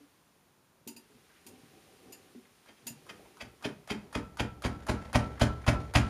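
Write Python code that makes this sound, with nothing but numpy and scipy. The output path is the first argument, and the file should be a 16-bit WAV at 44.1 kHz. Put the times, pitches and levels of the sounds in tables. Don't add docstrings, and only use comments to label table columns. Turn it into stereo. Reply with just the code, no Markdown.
import sys
import numpy as np
from scipy import signal
from scipy.fft import rfft, irfft
from scipy.io import wavfile
from scipy.ndimage import uniform_filter1d

SR = 44100
rng = np.random.default_rng(int(sys.argv[2]) if len(sys.argv) > 2 else 0)


def generate_wav(signal):
    frames = np.transpose(np.atleast_2d(signal))
    scaled = np.clip(frames, -1, 1) * 32767
    pcm = np.round(scaled).astype(np.int16)
    wavfile.write(sys.argv[1], SR, pcm)


def to_linear_factor(level_db):
    exponent = np.asarray(level_db, float) / 20
    return 10 ** exponent


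N = 268585
TAIL = np.arange(SR // 2) / SR

# pitch_hz, level_db (per Hz)
HISS = [(20, -22), (60, -6), (160, 0), (300, -2), (600, -7), (1000, -7), (1400, -10), (2000, -15),
        (4000, -19), (10000, -20), (16000, -24)]
# pitch_hz, level_db (per Hz)
HISS_SIDE = [(15, -61), (25, -41), (102, -8), (134, -8), (256, -3.5), (285, -6), (344, -6.5), (1040, -14),
             (3160, -28.5), (14000, -41), (16000, -26)]
# pitch_hz, level_db
MICROPHONE = [(15, -24), (35, 0), (7300, 0), (7900, -7), (8500, 0), (15300, 0), (15900, -40)]
# pitch_hz, t60_s (time to fall 60 dB), level_db, side_db
ROOM = [(62, 0.83, 1, -22), (133, 0.49, 5, -30), (231, 0.21, 5.5, -18), (453, 0.34, 4, -9.5),
        (1106, 0.3, 3.5, -5.5), (1840, 0.29, 0.5, -3.5), (3750, 0.29, -2.5, -4), (7800, 0.18, 4.5, -11),
        (11800, 0.069, 6, -1.5)]
# start_s, effort_db
SHUFFLE = [(0.0, -79), (0.81, -114), (1.03, -75.5), (1.66, -61), (2.26, -61), (2.47, -72), (2.75, -69.5),
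           (3.09, -59.5), (3.21, -57), (3.44, -69), (6.09, -118)]
# pitch_hz, level_db (per Hz)
BOARDS = [(18, -41), (30, -27), (70, -3.5), (102, 0), (146, -3), (429, 3.5), (668, -11), (792, 1),
          (900, -56), (1170, -14), (1980, -120)]
# pitch_hz, level_db (per Hz)
CLOTH = [(500, -30), (1000, -1), (2500, 0), (4500, -4), (7000, -7), (10000, -6), (15500, -17)]
# start_s, level_db, pitch_hz
KNOCKS = [
    (0.0, -55, 285),
    (0.806, -60, 157),
    (1.095, -56.5, 273),
    (1.142, -58, 145),
    (1.522, -53, 256),
    (1.627, -53, 154),
    (2.05, -54, 255),
    (2.345, -45, 244),
    (2.824, -57, 137),
    (2.897, -43, 148.5),
]
# start_s, level_db, body_db, metal_db
CLICKS = [
    (0.873, -35, -46.5, -8.5),
    (0.962, -48, -57, 0),
    (1.4636, -41.5, -56.5, -12),
    (2.1212, -43.5, -66, -3),
    (2.8667, -32, -52.5, -7.5),
]
# pitch_hz, level_db, t60_s
LADDER_METAL = [(920, -4, .04), (1800, -6, .03), (2750, 2, .05), (2900, -3, .04), (4780, -3, .05),
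                (5010, -1, .045), (7040, 0, .05), (8800, -2, .02), (9450, -1, .02), (10400, -4, .02),
                (11600, 0, .02), (12300, -2, .02)]
# start_s (of the middle), length_s, pitch_hz, level_db
BRUSHES = [(1.31, .04, 2000, -58), (1.37, .04, 2400, -56), (1.557, .006, 2500, -58),
           (2.455, .006, 2600, -55), (2.68, .025, 2600, -54), (2.78, .02, 3200, -58), (3.2, .02, 750, -50),
           (3.258, .02, 900, -50), (3.26, .02, 2200, -58), (3.615, .012, 1300, -52),
           (5.38, .012, 1650, -40), (5.645, .012, 1650, -39)]
# start_s (thrust lands), lead_s (tip touches this much earlier), crunch_db, boom_db, teeth_db
THRUSTS = [(2.69, 0.03, -43, -88, -2), (3.096, 0.031, -36.5, -84, 4.5), (3.413, .043, -34, -47, 6),
           (3.648, .023, -22.5, -75, -0.5), (3.905, .03, -22, -43, 0), (4.153, 0.026, -20, -31, -5),
           (4.399, 0.028, -18.5, -26.5, -0.5), (4.646, .025, -16.5, -25, -11),
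           (4.892, .025, -13, -23.5, -34), (5.151, 0.021, -8, -18.5, -13), (5.415, 0.018, -8.5, -17, -10.5),
           (5.677, 0.012, -10, -16, -9), (5.956, 0.018, -7, -15.5, -6.5)]
# pitch_hz, level_db (per Hz)
GYPSUM = [(120, -90), (200, 5), (387, -4.5), (805, 0), (1100, -8.5), (1450, -7.5), (2010, -10),
          (2800, -15.5), (4120, -17.5), (8110, -28.5), (9740, -28.5), (14100, -46), (16000, -75)]
# pitch_hz, level_db, t60_s
SHEET = [(38, -27, .5), (49, -18, .5), (62, -15, .25), (75, -2, .25), (98, -5, .2), (118, 1, .25),
         (136, -1, .18), (152, 4, .16), (168, -3, .15)]
# pitch_hz, level_db, t60_s
PATCH = [(150, 1, .13), (183, -5, .13), (221, -3, .15), (250, -3, .14), (290, -5, .12), (330, -7, .12),
         (400, -4, .12), (470, -7, .12), (592, -14, .13), (735, -11, .13), (800, -7, .1), (900, -7, .1),
         (1001, -1, .12), (1155, -9, .1)]
# pitch_hz, level_db, t60_s
BLADE = [(301, -5, .6), (735, -6, .3), (1333, 0, .3), (1343, -7, .25), (1322, -9, .2), (1300, -5, .08),
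         (1464, -4, .08), (1658, -7, .22)]
# pitch_hz, level_db, t60_s
TEETH = [(2050, -8, .007), (2520, 0, .007), (3150, 0, .007), (4700, -9, .01)]

FIRM_DB, FIRM_BOOM_DB = -21, -24


def unit(x):
    return x / np.sqrt(np.mean(x ** 2))


def peak(x):
    return x / np.abs(x).max()


def energy(x):
    return 8 * x / np.sqrt(np.sum(x ** 2))


def colour(spectrum):
    hz, db = np.transpose(spectrum)
    bins = np.maximum(np.fft.rfftfreq(2048, 1 / SR), 1)
    level = to_linear_factor(np.interp(np.log(bins), np.log(hz), db))
    cepstrum = irfft(np.log(level))
    cepstrum[1:1024] *= 2
    cepstrum[1025:] = 0
    return irfft(np.exp(rfft(cepstrum)))


def through(x, response):
    return signal.fftconvolve(x, response)[:len(x)]


def fade(t60):
    return np.exp(-np.log(1000) * TAIL / t60)


def ring(modes, scatter_db):
    out = np.zeros(len(TAIL))
    for hz, db, t60 in modes:
        level = to_linear_factor(db + scatter_db * rng.standard_normal())
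        out += level * fade(t60) * np.sin(2 * np.pi * hz * TAIL)
    return out


def grit(rate, spread_db, size):
    chance = rng.random((3, size))
    happens = chance[0] < rate / SR
    return unit(happens * (chance[1] - .5) * to_linear_factor(-spread_db * np.log(chance[2])))


def push(length_s):
    return np.sin(np.pi * np.clip(TAIL / length_s, 0, 1))


def flicker(rate, depth_db):
    hold = int(SR / rate)
    steps = np.repeat(rng.standard_normal(N // hold + 1), hold)
    return to_linear_factor(depth_db * uniform_filter1d(steps, hold)[:N])


def noise(spectrum, side_spectrum, side_db):
    mid = unit(through(rng.standard_normal(N), colour(spectrum)))
    side = unit(through(rng.standard_normal(N), colour(side_spectrum)))
    return mid + to_linear_factor(side_db) * side * np.array([[1], [-1]])


def add(out, s, x):
    i = int(s * SR)
    out[i:i + len(x)] += x[:N - i]


def hiss():
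    return to_linear_factor(-67.5) * noise(HISS, HISS_SIDE, 7.6)


def room(x):
    mid, side = np.zeros((2, len(TAIL)))
    for hz, t60, db, side_db in ROOM:
        sos = signal.butter(2, [hz / 1.41, hz * 1.41], "band", fs=SR, output="sos")
        band = signal.sosfilt(sos, rng.standard_normal((2, len(TAIL))))
        band = band * to_linear_factor(db) * fade(t60) / np.sqrt(t60)
        mid = mid + band[0]
        side = side + to_linear_factor(side_db) * band[1]
    onset = np.clip(TAIL / 0.00093, 0, 1) * to_linear_factor(-3) / np.sqrt(np.sum(mid ** 2))
    wide = through(x, onset * side) + to_linear_factor(-14.5) * np.roll(x, 150)
    return x + through(x, onset * mid) + wide * np.array([[1], [-1]])


def shuffle():
    recoil_after_s, recoil_s, recoil_db, recoil_slope = 0.11, 0.079, -54, 0.72
    cloth_db, cloth_slope, still_db = -67, .3, -67.5
    t = np.arange(N) / SR
    effort_db = np.interp(t, *np.transpose(SHUFFLE))
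    recoil = np.zeros(N)
    for s, _, _, boom_db, _ in THRUSTS:
        level = to_linear_factor(recoil_db + recoil_slope * (boom_db - FIRM_BOOM_DB))
        recoil += level * np.exp(-np.abs(t - s - recoil_after_s) / recoil_s)
    weight = (to_linear_factor(effort_db) + recoil) * to_linear_factor(-1.5) * flicker(25, 3.)
    boards = weight * noise(BOARDS, BOARDS, -2.5)
    cloth = to_linear_factor(cloth_db + cloth_slope * (effort_db - still_db)) * noise(CLOTH, CLOTH, -7.5)
    return boards + cloth


def knocks():
    out = np.zeros(N)
    for s, db, hz in KNOCKS:
        rough = uniform_filter1d(rng.standard_normal(len(TAIL)), size=40)
        force = np.diff(rough * push(0.016) ** 2, prepend=0)
        timber = ring([(hz, 0, .12), (1.55 * hz, -5, .08)], 0)
        add(out, s, to_linear_factor(db + 2.5) * peak(through(force, timber)))
    return out


def ladder():
    out = np.zeros(N)
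    for s, db, body_db, metal_db in CLICKS:
        rattle = grit(12000, 2., len(TAIL)) * fade(.11) * np.clip(TAIL / .003, 0, 1)
        bright = colour([(300, -25), (1200, 19), (5000, 24), (12000, 24.5), (16000, 25.5)])
        snap = peak(through(rattle, bright))
        metal = peak(through(rattle, ring(LADDER_METAL, 0.53)))
        add(out, s, to_linear_factor(db + 5) * (snap + to_linear_factor(metal_db) * metal))
        body = ring([(237.6, 3, 0.13), (281.0, -3.0, 0.18), (368, 8.5, 0.07)], 3.3)
        body = body * np.clip(TAIL / 0.0033, 0, 1)
        add(out, s - .006, to_linear_factor(body_db + 6.0) * peak(body))
    return out


def brushes():
    out = np.zeros(N)
    for s, length_s, hz, db in BRUSHES:
        rub = grit(7900, 0.24, len(TAIL)) * push(2 * length_s) ** 2
        board = ring([(hz, 0, .006), (0.833 * hz, -2, .01), (1.2 * hz, -4, .004)], 0)
        add(out, s - length_s, to_linear_factor(db) * peak(through(rub, board)))
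    return out


def tugs():
    tug_db, tug_slope = -39, 1.07
    rasp_db, rasp_slope = -40, .9
    sing_db, sing_slope = -46, .9
    out = np.zeros(N)
    for thrust_s, _, _, boom_db, _ in THRUSTS:
        s = thrust_s + 0.083
        deep = boom_db - FIRM_BOOM_DB
        drag = grit(5300, 0.65, len(TAIL)) * push(0.057) ** 2
        board = peak(through(drag, ring(SHEET[3:] + PATCH, 2.5)))
        add(out, s - .035, to_linear_factor(tug_db + tug_slope * deep) * board)
        rasp = energy(through(drag, colour(GYPSUM)))
        add(out, s - .06, to_linear_factor(rasp_db + rasp_slope * deep) * rasp)
        bend = np.sin(2 * np.pi * 1335 * TAIL) + 0.5 * np.sin(2 * np.pi * 301 * TAIL)
        shiver = push(0.04) * bend + 0.3 * drag
        song = peak(through(shiver, ring(BLADE, 1.5)))
        add(out, s - .03, to_linear_factor(sing_db + sing_slope * deep) * song)
    return out


def scrape(lead_s, hz, gypsum):
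    pressure = 2.5 * fade(.03) + .5 * np.exp(-np.maximum(TAIL - lead_s, 0) / .004)
    skid = grit(8000, 1.5, len(TAIL)) * pressure
    tip = through(skid, ring([(hz, 0, .012), (1.22 * hz, -4, .01)], 0))
    powder = through(skid, gypsum)
    paper = np.diff(powder, prepend=0) + .15 * powder
    return energy(energy(tip) + to_linear_factor(-4) * energy(paper))


def crunch(lead_s, hard_db, teeth_db, gypsum):
    rise_s, hold_s, crumble_s, teeth_s = 0.0055, 0.0042, 0.015, 0.0086
    dust_s, dust_db = 0.3, -25.5
    t = TAIL - lead_s
    quick = to_linear_factor(0.09 * hard_db)
    cracks = grit(9000, 1.9, len(t)) * flicker(160, 4.)[:len(t)]

    def bite(fall_s):
        falling = np.exp(-np.maximum(t - hold_s, 0) * quick / fall_s)
        return cracks * np.where(t < 0, np.exp(t / rise_s), falling)

    dust = cracks * to_linear_factor(dust_db) * (t > 0) * np.exp(-t / dust_s)
    crumbs = energy(through(bite(crumble_s) + dust, gypsum))
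    teeth = energy(through(bite(teeth_s), ring(TEETH, 2.5)))
    return crumbs + to_linear_factor(teeth_db) * teeth


def jabs():
    touch_db, touch_slope = -39, 0.58
    knock_db, slope_soft, slope_hard = -25, 1.6, 0.11
    yield_s, yield_slope = 0.00695, -0.000494
    yield_hz, yield_hz_per_db = 419, 27
    out = np.zeros(N)
    gypsum = colour(GYPSUM)
    for s, lead_s, crunch_db, boom_db, teeth_db in THRUSTS:
        hard = crunch_db - FIRM_DB
        touch_s = s - lead_s
        tip_hz = 1300 * (1 + .06 * rng.standard_normal())
        add(out, touch_s, to_linear_factor(touch_db + touch_slope * hard) * scrape(lead_s, tip_hz, gypsum))
        add(out, touch_s, to_linear_factor(crunch_db - 5) * crunch(lead_s, hard, teeth_db, gypsum))

        give_s = s + max(yield_s + yield_slope * hard, 0)
        knock_hz = max(yield_hz + yield_hz_per_db * max(hard, 0), 100)
        level_db = knock_db + min(slope_soft * hard, slope_hard * hard)
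        crackle = to_linear_factor(-55) * grit(3000, 3.6, len(TAIL)) * fade(0.067)
        force = np.diff(push(.0025), prepend=0) + crackle
        knock = through(force, ring(PATCH + [(knock_hz, 5, .06)], 2.))
        add(out, give_s, to_linear_factor(level_db + 3) * peak(knock))
        boom = through(np.diff(push(.007), prepend=0), ring(SHEET, 1.5))
        add(out, give_s, to_linear_factor(boom_db + 4.0) * peak(boom))
    return out


def scene():
    near = jabs() + tugs() + brushes() + ladder() + knocks()
    return room(near) + shuffle() + hiss()


def band_limit(x):
    return signal.sosfilt(signal.butter(12, 16130, fs=SR, output="sos"), x)


def record(dry):
    heard = np.array([through(channel, colour(MICROPHONE)) for channel in dry])
    return band_limit(heard)


dry = scene()
out = record(dry)
generate_wav(out)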